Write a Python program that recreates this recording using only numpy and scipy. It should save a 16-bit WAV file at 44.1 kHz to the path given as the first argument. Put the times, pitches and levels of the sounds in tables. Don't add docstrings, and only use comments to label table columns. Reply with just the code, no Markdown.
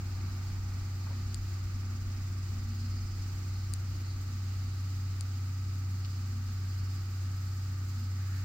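import sys
import numpy as np
from scipy import signal
from scipy.fft import rfft, irfft
from scipy.io import wavfile

SR = 44100
rng = np.random.default_rng(int(sys.argv[2]) if len(sys.argv) > 2 else 0)


def store_wav(level_fs):
    pcm = np.round(np.clip(np.atleast_2d(level_fs), -1, 1) * 32767)
    wavfile.write(sys.argv[1], SR, pcm.T.astype(np.int16))


N = 372204
TIME = np.arange(N) / SR
BINS = np.maximum(np.fft.rfftfreq(N, 1 / SR), 1)
SPLIT = np.array([[.5], [-.5]])


def from_db(db):
    return 10 ** (np.asarray(db) / 20)


def in_time(rows):
    return np.interp(TIME, *np.transpose(rows))


def at_hz(points, hz, edge_db=0):
    known, *columns = np.transpose(points)
    octave, known = np.log2(hz), np.log2(known)
    outside = np.abs(octave - np.clip(octave, known[0], known[-1]))
    return np.array([np.interp(octave, known, c) - edge_db * outside for c in columns])


def rms_one(x):
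    return x / np.sqrt(np.mean(x ** 2) + 1e-20)


def drift(rate_hz):
    return rms_one(irfft(rfft(rng.standard_normal(N)) / (1 + (BINS / rate_hz) ** 4), N))


def shifted(wander):
    return np.roll(wander, rng.integers(N))


def phase_of(hz):
    return 2 * np.pi * np.cumsum(hz) / SR


def pan(left_db):
    return from_db(SPLIT * left_db)


def swell(start, length):
    return np.sin(np.pi * np.clip((TIME - start) / length, 0, 1))


def struck(modes):
    age = np.arange(SR // 50) / SR
    return sum((-1) ** k * gain * from_db(-60 * age / t60) * np.sin(2 * np.pi * hz * age)
               for k, (hz, gain, t60) in enumerate(modes))


def add(out, s, sound):
    at = round(s * SR)
    out[..., at:at + sound.shape[-1]] += sound


# (frequency [Hz], likeness of the channels [0-1])
AIR_LIKENESS = [(60, 1), (140, 0.9), (210, 1), (330, 0.72), (500, 0.13), (800, 0.08), (1200, 0.5),
                (1800, 0), (16000, 0)]
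def open_air(density_db):
    mid, side = rfft(rng.standard_normal((2, N))) * np.sqrt(SR) / 2
    alike = at_hz(AIR_LIKENESS, BINS)
    stereo = np.sqrt(1 + alike) * mid + np.sqrt(1 - alike) * side * [[1], [-1]]
    return irfft(stereo * from_db(density_db), N)


# (frequency [Hz], left density [dB/Hz], right density [dB/Hz])
HILLSIDE_EQ = [(3080, -99, -93.5), (3200, -99.5, -100), (3990, -92, -96.5), (4660, -91, -89),
               (4980, -93, -88), (5400, -97, -92), (5600, -98.5, -97), (6940, -95, -93.5),
               (7900, -103, -101), (9600, -110, -109), (12000, -112, -110), (12800, -111, -105),
               (13700, -107, -101), (15500, -106, -99.5)]
def hillside(trim_db=.66, flutter_db=.67):
    return from_db(trim_db + flutter_db * drift(6.3)) * open_air(at_hz(HILLSIDE_EQ, BINS, edge_db=7))


# (time [s], level [dB])
CHORUS_FADER = [(0, -71.5), (1.6, -73), (3.2, -70.5), (5.0, -71), (6.9, -68.5), (8.44, -66.5)]
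# (frequency [Hz], relative level [dB])
CHORUS_EQ = [(7000, 3), (8100, -1), (9500, -14), (11800, -8), (13000, -12), (14000, 4.5), (15000, -12)]
def far_chorus(left_db=-9, shimmer_db=2.5):
    level = from_db(in_time(CHORUS_FADER) + shimmer_db * drift(26))
    return level * pan(left_db) * rms_one(open_air(at_hz(CHORUS_EQ, BINS, edge_db=40)))


# (start [s], length [s], centre [Hz], width [octaves], peak level [dB])
SWELL_CUES = [(1.058, .03, 800, .9, -53.5), (1.08, .065, 700, .95, -54.5), (5.0, 5, 1450, .35, -64.5),
              (8.1, .5, 1650, .42, -57.7), (-.6, 1.8, 850, .3, -64)]
def noise_swells():
    out = 0
    for start, length, hz, width, db in SWELL_CUES:
        band_db = -5 * (np.log2(BINS / hz) / width) ** 2
        out += from_db(db) * swell(start, length) * rms_one(open_air(band_db))
    return out


# (time [s], gain [dB])
BREEZE_FADER = [(0, 5.5), (.7, 2), (2.8, 1.5), (4.4, -2), (5.3, -5), (8.44, -5)]
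# (frequency [Hz], density [dB/Hz])
RUMBLE_EQ = [(12, -78), (24, -73), (31, -62.5), (41, -65), (57, -62), (72, -67), (100, -74)]
def rumble(gust_db=1.5):
    level = from_db(in_time(BREEZE_FADER) - gust_db * drift(2.4))
    return level * open_air(at_hz(RUMBLE_EQ, BINS, edge_db=27))


# (frequency [Hz], level [dB], t60 [s])
STONE_MODES = [(2900, -35, .003), (4000, -31.5, .0025), (5000, -32, .0025)]
def stone(at_s=6.0485, right_lead_s=.0004, grit_s=.012, grit_db=-9):
    out = np.zeros((2, N))
    ring = struck([(hz, from_db(db), t60) for hz, db, t60 in STONE_MODES])
    for channel, s in zip(out, (at_s, at_s - right_lead_s)):
        add(channel, s, ring)
        for delay in rng.uniform(0, grit_s, size=6):
            add(channel, s + delay, from_db(grit_db) * ring)
    return out


# (frequency [Hz], left gain [dB], right gain [dB], t60 [s])
CASE_MODES = [(3450, -8, -16, .0035), (3900, -7.5, -18, .0034), (4800, -3.5, -15.5, .0037),
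              (5720, -11, -10.5, .0047), (7380, -0.5, -17, .0058), (9610, 6, -17, .0028),
              (10170, -1, -17, .0028), (13500, -1, -14, .0007), (15450, -6, -17, .0012)]
# (time [s], gain [dB], dull above [Hz], slip [dB re landing], bounce delay [s],
# bounce [dB re landing])
TICK_CUES = [(1.3443, -22, 9000, -2, .00112, -8.5), (3.7371, -23, 30000, -2, .00093, -11),
             (5.2091, -25.5, 8900, 3, .00094, -9)]
def ticks(landing_s=.00045):
    out = np.zeros((2, N))
    for s, gain_db, dull_hz, slip_db, bounce_s, bounce_db in TICK_CUES:
        ring = struck([(hz, from_db([[left_db], [right_db]]) / (1 + (hz / dull_hz) ** 3), t60)
                       for hz, left_db, right_db, t60 in CASE_MODES])
        for delay, touch_db in [(0, slip_db), (landing_s, 0), (bounce_s, bounce_db)]:
            add(out, round(s * SR) / SR + delay, from_db(gain_db + touch_db) * ring)
    return out


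TREE_DELAY_S = np.array([[.00023], [0]])
# (frequency [Hz], left minus right [dB])
CICADA_BALANCE = [(3900, 1), (4130, 7), (4500, 5), (4750, 0), (5000, -3), (5250, -9), (5600, -13), (5980, -2),
                  (6400, 0), (6800, -6), (7400, -9), (8600, -4), (14000, -7)]
# (frequency [Hz], relative gain [dB])
BODY_EQ = [(4400, -12), (4970, 0), (5200, 0), (5580, -1), (5800, -5), (5980, 3), (6190, -11), (6380, 4.5),
           (6600, -9), (6770, -2), (7030, -13), (7420, -5), (8200, -15), (8650, -10), (9300, -24),
           (12400, -24), (14000, -7), (15800, -8)]
def tymbal(pulse_hz, scatter=.21):
    pulses = np.exp(200 * (np.cos(phase_of(pulse_hz)) - 1))
    clicks = np.diff(pulses, 2, prepend=[0, 0])
    body_db = at_hz(BODY_EQ, BINS, edge_db=40) + SPLIT * at_hz(CICADA_BALANCE, BINS)
    delay = np.exp(-2j * np.pi * BINS * TREE_DELAY_S)
    direct = rms_one(irfft(rfft(clicks) * from_db(body_db) * delay, N))
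    return np.sqrt(1 - scatter) * direct + np.sqrt(scatter) * rms_one(open_air(body_db))


# (click rate [Hz], throb rate [Hz], base level [dB])
BUZZ_VOICES = [(398.7, 19.0, -65.5), (413.5, 19.4, -73), (375.3, 18.4, -78)]
# (time [s], gain [dB])
BUZZ_FADER = [(0, 0), (1.5, 1), (3.4, 2), (4.3, -1), (8.44, -1)]
def buzzing_cicadas(bend=.004, wander=.0012):
    out = 0
    for pulse_hz, throb_hz, level_db in BUZZ_VOICES:
        pump = np.sin(phase_of(throb_hz + .18 * drift(1)))
        buzz = tymbal(pulse_hz * (1 + bend * pump + wander * drift(2)))
        out += from_db(level_db + in_time(BUZZ_FADER)) * (1 + pump) * buzz
    return out


# (start [s], length [s], level before trim [dB], click rate [Hz],
# its climb [Hz/s], body resonance [Hz])
CALL_PHRASES = [(.02, .4, -63, 405, 5, 4500), (.42, 1.6, -67.5, 401, 0, 4500),
                (2.58, .76, -58.8, 390, 46, 4400), (3.42, .31, -62, 391, 10, 4450),
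                (3.95, .29, -61, 405, 10, 4450), (4.46, .42, -64.5, 390, 0, 4350),
                (5.9, .4, -64, 405, 30, 4600), (6.58, .54, -61.5, 398, 45, 4550),
                (7.26, .42, -66, 410, 10, 4700), (7.84, .4, -65.5, 410, 5, 4700)]
def calling_cicada(trim_db=1, rough=.0032, throb=.35, throb_hz=19, body_width_hz=600, scatter=.25):
    starts, _, _, start_hz, climb, body_hz = np.transpose(CALL_PHRASES)
    phrase = np.maximum(np.searchsorted(starts, TIME) - 1, 0)
    tension = 1 + climb[phrase] * (TIME - starts[phrase]) / start_hz[phrase]
    pulse_hz = start_hz[phrase] * tension * (1 + rough * drift(40))
    centre_hz = body_hz[phrase] * tension ** 1.9
    cycle = phase_of(pulse_hz) - 2 * np.pi * pulse_hz * TREE_DELAY_S
    leaves_db = 3 * drift(12)
    song = 0
    for k in np.arange(9.5, 13.6, .5):
        body = 1 / (1 + ((k * pulse_hz - centre_hz) / body_width_hz) ** 4)
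        level = body * from_db((-5 if k % 1 else 0) + shifted(leaves_db))
        partial = np.cos(k * cycle + rng.uniform(0, 2 * np.pi))
        song += level * pan(at_hz(CICADA_BALANCE, k * pulse_hz)) * partial
    pump = 1 + throb * np.sin(phase_of(throb_hz + 2 * drift(1.24)))
    effort = sum(from_db(db + trim_db) * swell(s, length) for s, length, db, *_ in CALL_PHRASES)
    ringing = phase_of(centre_hz)
    hiss = np.array([drift(body_width_hz) * np.cos(ringing) + drift(body_width_hz) * np.sin(ringing)
                     for _ in range(2)])
    return effort * pump * (np.sqrt(1 - scatter) * rms_one(song) + np.sqrt(scatter) * hiss)


# (start [s], length [s], peak level [dB])
DRONE_CUES = [(-.1, 0.87, -60), (.97, 0.5, -57.5), (1.68, 0.37, -56), (1.98, 0.27, -56.5),
              (2.355, 0.86, -51.5), (4.203, 0.33, -62.5), (6.098, 0.55, -55), (7.84, 0.35, -55.5)]
def drone(hz=230.3, wander_hz=.51, rest_db=-65):
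    level = from_db(rest_db) + sum(from_db(db) * swell(s, length) ** 2 for s, length, db in DRONE_CUES)
    return np.sqrt(2) * level * np.sin(phase_of(hz + wander_hz * drift(2.6)))


# (frequency [Hz], left density [dB/Hz], right density [dB/Hz])
COOLING_EQ = [(50, -72.5, -85), (116, -72, -75.5), (142, -76, -76.5), (173, -73.5, -73.5), (210, -82, -80),
              (266, -78, -80.5), (324, -87, -83.5), (429, -93, -90.5), (534, -94.5, -95.5), (864, -94, -91),
              (994, -97.5, -96.5), (1210, -86.5, -89.5), (1690, -92, -97.5), (2000, -92, -93.5),
              (2480, -100, -92)]
def cooling_air(trim_db=.7, breeze_share=.34, flutter_db=.67):
    level = from_db(trim_db + breeze_share * in_time(BREEZE_FADER) + flutter_db * drift(6.6))
    return level * open_air(at_hz(COOLING_EQ, BINS, edge_db=39))


SHAFT_HZ, FAN_HZ, SLOT_HZ = 15.786, 347.3, 1294
def shaft_tone(turns, hz, level_db, right_lead_s=0):
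    phase = rng.uniform(0, 2 * np.pi) - SPLIT * 2 * np.pi * hz * right_lead_s
    return np.sqrt(2) * from_db(level_db) * np.sin(2 * np.pi * round(hz / SHAFT_HZ) * turns + phase)


# (frequency [Hz], level per harmonic [dB])
WHIR_EQ = [(100, -74), (180, -74), (300, -78), (400, -86), (500, -91), (780, -84), (1030, -87), (1250, -83),
           (1650, -85), (1900, -83), (2150, -86), (2500, -86), (3200, -93)]
def whir(turns, size=4096):
    orders = np.arange(1, size // 2)
    hz = orders * SHAFT_HZ
    tones_hz = [row[0] for row in HUM_PARTIALS + WHINE_PARTIALS] + [FAN_HZ, SLOT_HZ]
    free = ~np.isin(orders, [round(tone / SHAFT_HZ) for tone in tones_hz])
    gains = free * from_db(at_hz(WHIR_EQ, hz, edge_db=21))
    width = 1 - at_hz(AIR_LIKENESS, hz)
    phases = rng.uniform(0, 2 * np.pi, len(hz)) + width * rng.uniform(-np.pi, np.pi, (2, len(hz)))
    spectrum = np.pad(gains * np.exp(1j * phases), ((0, 0), (1, 1)))
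    one_turn = irfft(spectrum) * size / np.sqrt(2)
    return np.array([np.interp(turns * size, np.arange(size), side, period=size) for side in one_turn])


# (frequency [Hz], level [dB], left minus right [dB])
WHINE_PARTIALS = [(710, -82, -6), (789, -79, -1), (805, -75, -4), (821, -81, -7), (916, -78.5, -5),
                  (973, -80, -5), (1089, -79.5, 4), (1152, -75, 3), (1168, -71.5, 3), (1200, -73.5, 3),
                  (1231, -73, -1), (1279, -75.5, -1), (1389, -79, 3), (1437, -74, 5), (1500, -75, 9),
                  (1579, -80, 12), (1594, -80, 5), (1863, -80, 4), (1910, -80.5, 0), (1957, -77.5, -6),
                  (2052, -81, 0), (2115, -82, 0)]
# (time [s], level [dB])
SLOT_FADER = [(0, -70), (3.5, -69), (5.8, -65.3), (8.44, -66.3)]
# (time [s], level [dB])
FAN_FADER = [(0, -65), (3.1, -65), (4.6, -68.5), (8.44, -69)]
def whine(turns, gust, waver_db=1, right_lead_s=.0001):
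    weak = sum(pan(left_db) * shaft_tone(turns, hz, db + waver_db * shifted(gust), right_lead_s)
               for hz, db, left_db in WHINE_PARTIALS)
    slot_db = in_time(SLOT_FADER) + waver_db * gust
    slot = pan(left_db=2.5) * shaft_tone(turns, SLOT_HZ, slot_db, right_lead_s)
    return weak + slot + shaft_tone(turns, FAN_HZ, in_time(FAN_FADER))


# (frequency [Hz], base level [dB])
HUM_PARTIALS = [(94.7, -33.5), (110.5, -59), (126.3, -51.5), (142, -80), (158, -65), (189.5, -65),
                (221, -70.5), (237, -63.5), (252.6, -68.5), (268.4, -64.5), (284, -74)]
# (time [s], gain [dB])
HUM_FADER = [(0, -2), (3.7, -1.3), (5.0, -1), (5.5, 0), (6.6, -0.6), (7.1, -1.3), (8.2, 0)]
def hum(turns, gust, waver_db=.48):
    carry_db = in_time(HUM_FADER)
    return sum(shaft_tone(turns, hz, db + carry_db + waver_db * shifted(gust))
               for hz, db in HUM_PARTIALS)


def motor_generator(wow=.0003):
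    turns = np.cumsum(SHAFT_HZ * (1 + wow * drift(.83))) / SR
    gust = drift(2.9)
    return hum(turns, gust) + whine(turns, gust) + whir(turns)


def scene():
    insects = buzzing_cicadas() + calling_cicada() + far_chorus()
    train = motor_generator() + cooling_air()
    background = drone() + rumble() + hillside()
    return background + insects + train + ticks() + stone() + noise_swells()


def record(dry, cutoff_hz=15850):
    return signal.sosfilt(signal.ellip(12, .1, 80, cutoff_hz, fs=SR, output="sos"), dry)


dry = scene()
out = record(dry)
store_wav(out)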